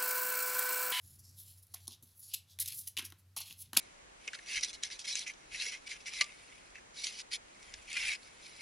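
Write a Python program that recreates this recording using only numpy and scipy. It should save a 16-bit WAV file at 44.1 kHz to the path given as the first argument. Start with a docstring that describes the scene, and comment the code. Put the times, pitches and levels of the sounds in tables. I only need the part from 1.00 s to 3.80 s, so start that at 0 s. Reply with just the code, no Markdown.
"""In a small room, a deck of cards is shuffled overhand, close to the microphone.
Cards rub across each other (noise with tiny catches), edges snap (very short noise bursts), and
dropped packets knock on the deck in the cupped palm (low bursts). Shifting grips rumble softly.
A short room tail follows the cards; a low hum and a faint hiss lie underneath."""
import sys
import numpy as np
from scipy import signal
from scipy.fft import rfft, irfft, next_fast_len
from scipy.io import wavfile
from scipy.ndimage import map_coordinates

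SR = 44100
rng = np.random.default_rng(int(sys.argv[2]) if len(sys.argv) > 2 else 0)


def master_out(mix):
    """Clip the mix to full scale and print it as 16-bit PCM to the path in sys.argv[1]."""
    frames = np.transpose(np.atleast_2d(mix))
    ceiling = np.clip(frames, -1, 1)
    pcm = np.round(ceiling * 32767).astype(np.int16)
    wavfile.write(sys.argv[1], SR, pcm)


N = 123479  # length in samples

# Colour of the faint hiss. Each row: frequency in Hz, relative level in dB.
HISS_COLOUR = [(200, -10.5), (500, -8), (1500, -10.5), (5000, -11.5), (8500, -15), (10400, -13),
               (13000, -11), (16000, -37)]
HISS_DB = -77.5


def amp(db):
    """Turn decibels into a plain factor."""
    return 10 ** (np.asarray(db) / 20)


def unit(x):
    """Scale a sound to an rms of 1."""
    return x / np.sqrt(np.mean(x ** 2) + 1e-20)


def along(points, hz):
    """Read a curve of (Hz, value) points, with straight lines on a log frequency axis."""
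    point_hz, values = np.transpose(points)
    return np.interp(np.log(hz + 1), np.log(point_hz + 1), values)


def wobble(x):
    """A smooth random curve with one knot per unit of x."""
    return map_coordinates(rng.standard_normal(2048), [x], mode="mirror")


def add(track, start_s, sound):
    """Mix a sound into the track at a time in seconds."""
    part = track[max(round(start_s * SR), 0):][:len(sound)]
    part += sound[:len(part)]


def coloured(x, gain_db, size=2048):
    """Filter x with a response of unit energy that starts at once and never rings ahead."""
    gain = np.maximum(amp(gain_db(np.fft.rfftfreq(size, 1 / SR))), 1e-6)
    # Folding the cepstrum (the transform of the log gain) gives a minimum-phase filter.
    cepstrum = irfft(np.log(gain))
    cepstrum[1:size // 2] *= 2
    cepstrum[size // 2 + 1:] = 0
    response = irfft(np.exp(rfft(cepstrum)))
    return signal.fftconvolve(x, response / np.linalg.norm(response))


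def steady(points):
    """Continuous noise of rms 1, its spectrum shaped by (Hz, dB) points."""
    size = next_fast_len(N + SR // 2)
    gain = amp(along(points, np.fft.rfftfreq(size, 1 / SR)))
    noise = irfft(rfft(rng.standard_normal(size)) * gain, size)
    return unit(noise[:N])


def match_energy(x, envelope):
    """Give x the energy of its envelope."""
    return x * np.linalg.norm(envelope) / np.linalg.norm(x)


def burst(envelope, body):
    """A puff of noise sent through a body, with the energy of its envelope."""
    return match_energy(body(envelope * rng.standard_normal(len(envelope))), envelope)


def card(x, edge_hz, tilt_db, leak_db):
    """Cards radiate little under a low edge; each sound gets its own random resonances."""
    # Colour shared by all card sounds. Each row: frequency in Hz, relative gain in dB.
    card_colour = [(300, -8.5), (1000, -1), (2200, -2.5), (3000, 0), (4700, 0), (5600, -0.5), (7400, -2.5),
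                   (8400, -5.5), (9500, -2), (10300, 8.5), (11300, 3.5), (13000, 0.5), (15500, -9),
                   (17000, -5.5)]
    edge_slope_db = 30.5  # fall per octave under the low edge, until it stops at leak_db
    ripple_db, ripple_hz = 2.53, 428.2  # depth and spacing of the resonances

    def gain_db(hz):
        octaves_below = np.log2(edge_hz / (hz + 10))
        low_cut = -10 * np.log10(1 + amp(2 * edge_slope_db * octaves_below))
        tilt = tilt_db * np.log2(np.maximum(hz / edge_hz, 1))
        ripple = ripple_db * wobble(hz / ripple_hz)
        return along(card_colour, hz) + np.maximum(low_cut, leak_db) + tilt + ripple
    return coloured(x, gain_db)


def slides():
    """Friction: smooth rubbing and tiny catches under a stroke that rises, holds and falls."""
    # Cards sliding. Each row: start in seconds, rise in seconds, hold in seconds,
    # time to fall by 20 dB in seconds, level in dB, low edge in Hz, tilt in dB per octave.
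    strokes = [(0, 0.039, 0.12, 0.03, -61.5, 3800, 2), (0.182, 0.0096, 0.0044, 0.036, -57.5, 4700, -0.5),
               (0.213, 0.029, 0.028, 0.24, -62, 5100, -8.5), (0.35, 0.044, 0.0086, 0.074, -51, 3360, 2),
               (0.438, 0.028, 0.049, 0.086, -58, 2900, 1.5), (0.557, 0.021, 0.006, .04, -60.5, 3130, 3.5),
               (0.619, 0.011, 0.0026, 0.027, -57.5, 3930, 5), (0.643, 0.079, 0.028, 0.022, -68.5, 4160, -1),
               (0.793, 0.013, 0.05, 0.037, -64.5, 3720, -2.5),
               (0.738, 0.0046, 0.0031, 0.0053, -39, 3400, 0),
               (.748, 0.0049, 0.016, 0.049, -60.5, 2300, -6.5),
               (0.877, 0.0025, 0.0012, 0.0026, -35.5, 4540, -7.5),
               (0.882, 0.031, 0.033, 0.021, -55.5, 3670, -9), (1.024, 0.0023, 0.0042, 0.03, -54.5, 3150, 4),
               (1.05, 0.007, 0.065, 0.11, -67.5, 3000, 1.5), (1.14, 0.035, .015, 0.027, -60.5, 4000, 8),
               (1.19, 0.0034, 0.011, 0.023, -51, 3960, 9.5), (1.2, 0.028, 0.072, 0.047, -54.5, 3900, 2.5),
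               (1.28, .05, 0.021, 0.066, -53, 2960, -9), (1.332, 0.01, 0.0052, .005, -36, 2930, -8),
               (1.333, 0.0097, 0.0051, 0.0044, -33.5, 4940, 3.5),
               (1.461, 0.053, 0.013, 0.046, -61.5, 3600, -5), (1.596, 0.0035, 0.0047, 0.021, -31, 3470, 4),
               (1.597, 0.011, 0.017, 0.015, -35.5, 2020, 2.5),
               (1.658, 0.00098, 0.0028, 0.0045, -38, 3000, -1),
               (1.674, 0.0036, 0.0085, 0.0059, -37, 2580, 2), (1.616, 0.06, 0.058, 0.025, -48.5, 2190, -2),
               (1.723, 0.025, 0.066, 0.019, -45.5, 4150, 5), (1.782, 0.007, .003, 0.0089, -40.5, 4470, 2),
               (1.803, 0.007, 0.056, 0.066, -58.5, 2780, 0.5), (1.87, 0.0047, 0.0017, 0.017, -36, 2470, 4),
               (1.982, 0.0011, 0.013, 0.012, -37.5, 2560, -4.5),
               (1.989, 0.004, 0.012, 0.08, -51.5, 1570, -9.5), (2.038, 0.014, 0.012, .012, -45, 2980, -2.5),
               (2.176, 0.01, .012, 0.022, -67.5, 3030, 3.5),
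               (2.361, 0.013, 0.0065, 0.0065, -38, 3040, -2.5),
               (2.365, 0.0025, 0.053, 0.058, -47.5, 2740, -5.5),
               (2.403, 0.00097, 0.0031, 0.0064, -39, 3200, 11),
               (2.41, 0.0075, .003, 0.0054, -43.5, 3670, -15.5), (2.441, 0.02, 0.052, 0.07, -54, 2620, -3),
               (2.563, 0.056, 0.0061, 0.01, -45.5, 2980, 4.5),
               (2.618, 0.011, 0.035, 0.048, -66, 2630, -6.5),
               (2.74, 0.0016, 0.0071, 0.039, -52.5, 1530, -5.5),
               (2.747, 0.0024, 0.0028, 0.01, -48, 3520, -6), (2.765, 0.0042, 0.0092, .05, -31, 2060, -1.5)]
    catch_rate, catch_size_db = 2900, 4  # fibres catching: average per second, scatter in size
    catch_share = 0.33  # part of the power that comes from catches
    judder_db, judder_rate = 1.54, 177  # uneven strength: depth, random knots per second
    leak_db = -37  # where the fall under the low edge stops

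    out, t = np.zeros(N), np.arange(SR // 2) / SR
    for start, rise, hold, fall, db, edge_hz, tilt_db in strokes:
        attack = np.minimum(t / rise, 1) ** 1.28
        stroke = attack * amp(-20 * np.maximum(t - rise - hold, 0) / fall)
        sizes = amp(catch_size_db * np.minimum(rng.exponential(size=len(t)), 4))
        caught = rng.random(len(t)) < catch_rate / SR
        catches = unit(caught * sizes * rng.choice([-1, 1], len(t)))
        smooth = rng.standard_normal(len(t))
        rub = np.sqrt(catch_share) * catches + np.sqrt(1 - catch_share) * smooth
        judder = amp(judder_db * wobble(t * judder_rate))
        x = card(stroke * rub * judder, edge_hz, tilt_db, leak_db)
        add(out, start, amp(db) * match_energy(x, stroke))
    return out


def snaps():
    """An edge slips free and slaps the next card: a noise burst that dies at once."""
    # Edges snapping. Each row: start in seconds, level in dB, time to fall by 60 dB in seconds,
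    # low edge in Hz, tilt in dB per octave.
    slaps = [(.668, -58, 0.027, 4000, 4), (0.872, -44, 0.011, 3580, -5), (.9205, -46.5, 0.016, 3450, -4),
             (1.5885, -36, 0.016, 1940, -5.5), (1.723, -36, .01, 2460, -2), (1.9686, -30.5, .012, 2500, -7),
             (1.974, -27.5, 0.022, 2480, -7.5), (1.993, -28.5, 0.0048, 2140, -12),
             (2.024, -43, .008, 1990, -4), (2.102, -50.5, 0.02, 2100, -1), (2.1222, -45, 0.013, 1200, -6),
             (2.365, -34, 0.01, 2810, -1.5), (2.387, -32, .006, 3000, -5), (2.5092, -39, 0.0068, 2808, -13),
             (2.526, -41, .01, 2600, 1), (2.7323, -33, 0.013, 1210, -3.5), (2.766, -32, 0.01, 1230, -7),
             (2.7696, -15, 0.0091, 2360, -3.5), (2.773, -5, 0.003, 2530, -1.5)]
    leak_db = -24.5  # where the fall under the low edge stops
    out, t = np.zeros(N), np.arange(SR // 10) / SR
    for start, db, t60, edge_hz, tilt_db in slaps:
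        sound = burst(amp(-60 * t / t60), lambda x: card(x, edge_hz, tilt_db, leak_db))
        add(out, start, amp(db) * sound)
    return out


def knocks():
    """A packet thuds on the palm and sounds the hollow of the hand: two low noise bursts."""
    # Packets landing in the hand. Each row: start in seconds, palm thud in dB, hollow knock in dB.
    landings = [(0.74, -71.5, -50.5), (0.878, -54.5, -54.5), (.91, -65, -68), (1.024, -65, -73),
                (1.589, -71, -62.5), (1.972, -58, -54), (1.986, -52.5, -46.5), (2.022, -55, -62.5),
                (2.1213, -60.5, -57.5), (2.365, -65.5, -43.5), (2.403, -82, -51), (2.5085, -82, -63),
                (2.7302, -50, -44.5), (2.77, -40.5, -34.5)]
    # Colours of the palm and of the hollow hand. Each row: frequency in Hz, relative gain in dB.
    thud_colour = [(60, -12), (130, -5.5), (250, 3.5), (340, 1), (450, -13), (600, -34), (1500, -45)]
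    hollow_colour = [(200, -27.5), (480, -20), (680, -13.5), (860, -5), (1100, -3.5), (1350, -13.5),
                     (3000, -30.5)]
    thud_t60, hollow_t60 = 0.063, 0.041  # seconds to fall by 60 dB
    rise_s = 0.0012  # time constant of the onset

    out, t = np.zeros(N), np.arange(SR // 2) / SR
    for start, thud_db, hollow_db in landings:
        thud = thud_db, thud_t60, thud_colour
        hollow = hollow_db, hollow_t60, hollow_colour
        for db, t60, points in (thud, hollow):
            envelope = (1 - np.exp(-t / rise_s)) * amp(-60 * t / t60)
            sound = burst(envelope, lambda x: coloured(x, lambda hz: along(points, hz)))
            add(out, start, amp(db) * sound)
    return out


def grips():
    """Skin and cards creep against each other: a soft rumble that swells and fades."""
    # The hands shifting their grip. Each row: middle in seconds,
    # half length in seconds (from the peak to 1/e), level in dB.
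    shifts = [(0.158, 0.055, -73), (0.444, 0.076, -79), (1.033, 0.021, -66), (1.368, 0.026, -72.5),
              (1.672, 0.0064, -65), (1.78, 0.037, -70), (2.515, .015, -61), (2.685, 0.047, -70)]
    # Colour of the rumble. Each row: frequency in Hz, relative level in dB.
    flesh_colour = [(50, -7), (90, -13.5), (130, 4.5), (220, -9.5), (320, -13.5), (600, -31), (1500, -74)]
    t = np.arange(N) / SR
    swells = sum(amp(db) * np.exp(-((t - middle) / half) ** 2) for middle, half, db in shifts)
    return steady(flesh_colour) * swells


def room(x):
    """A short tail of fading noise; each frequency dies at its own speed."""
    # How long the room rings. Each row: frequency in Hz, time to fall by 60 dB in seconds.
    ring_times = [(150, 0.3), (1000, 0.42), (3500, 0.24), (8000, 0.2), (15000, 0.14)]
    wall_delay_s = 0.004
    hz, t, bands = signal.stft(rng.standard_normal(SR // 2), SR, nperseg=256)
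    fade = amp(-60 * t / along(ring_times, hz)[:, None])
    tail = signal.istft(bands * fade, SR, nperseg=256)[1]
    out = np.zeros(N)
    add(out, wall_delay_s, signal.fftconvolve(x, tail / np.linalg.norm(tail)))
    return out


def background():
    """A low tone of wavering pitch with rumble around it, and faint hiss."""
    # Colour of the rumble. Each row: frequency in Hz, relative level in dB.
    rumble_colour = [(25, -36.5), (45, -36.5), (70, -14), (82, -13), (91, 2), (100, -13.5), (115, -12),
                     (170, -19.5), (300, -32.5), (600, -50.5)]
    # Level of the hum over time. Each row: time in seconds, level in dB.
    hum_level = [(0, -76), (.05, -58.5), (.45, -62), (.6, -65), (.85, -65.5), (1.05, -67), (1.2, -69),
                 (1.55, -67.5), (1.68, -61), (1.85, -64.5), (2.05, -63), (2.35, -65), (2.55, -64.5),
                 (2.63, -61), (2.8, -66)]
    tone_hz, drift_rad = 93.4, 0.4  # pitch, and how far the phase wanders
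    tone_db, rumble_db = -3, -3  # against the level of the hum
    t = np.arange(N) / SR
    tone = unit(np.sin(2 * np.pi * tone_hz * t + drift_rad * wobble(10 * t)))
    level = amp(np.interp(t, *np.transpose(hum_level)))
    hum = level * (amp(tone_db) * tone + amp(rumble_db) * steady(rumble_colour))
    return hum + amp(HISS_DB) * steady(HISS_COLOUR)


def scene():
    """The cards and the room, almost alike in both channels."""
    room_db = -11.5
    width_db, hiss_width_db = -61.5, -6.5  # what differs between channels: room tail, hiss
    cards = slides() + snaps() + knocks() + grips()
    mid = cards + amp(room_db) * room(cards) + background()
    side = amp(width_db) * room(cards) + amp(HISS_DB + hiss_width_db) * steady(HISS_COLOUR)
    return np.array([mid + side, mid - side])


def record(dry):
    """The recorder cuts steeply above its band limit."""
    top_hz, order = 15950, 90
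    size = next_fast_len(N + SR // 2)
    hz = np.fft.rfftfreq(size, 1 / SR)
    loss = np.sqrt(1 + (hz / top_hz) ** (2 * order))
    return irfft(rfft(dry, size) / loss, size)[:, :N]


dry = scene()
out = record(dry)
master_out(out)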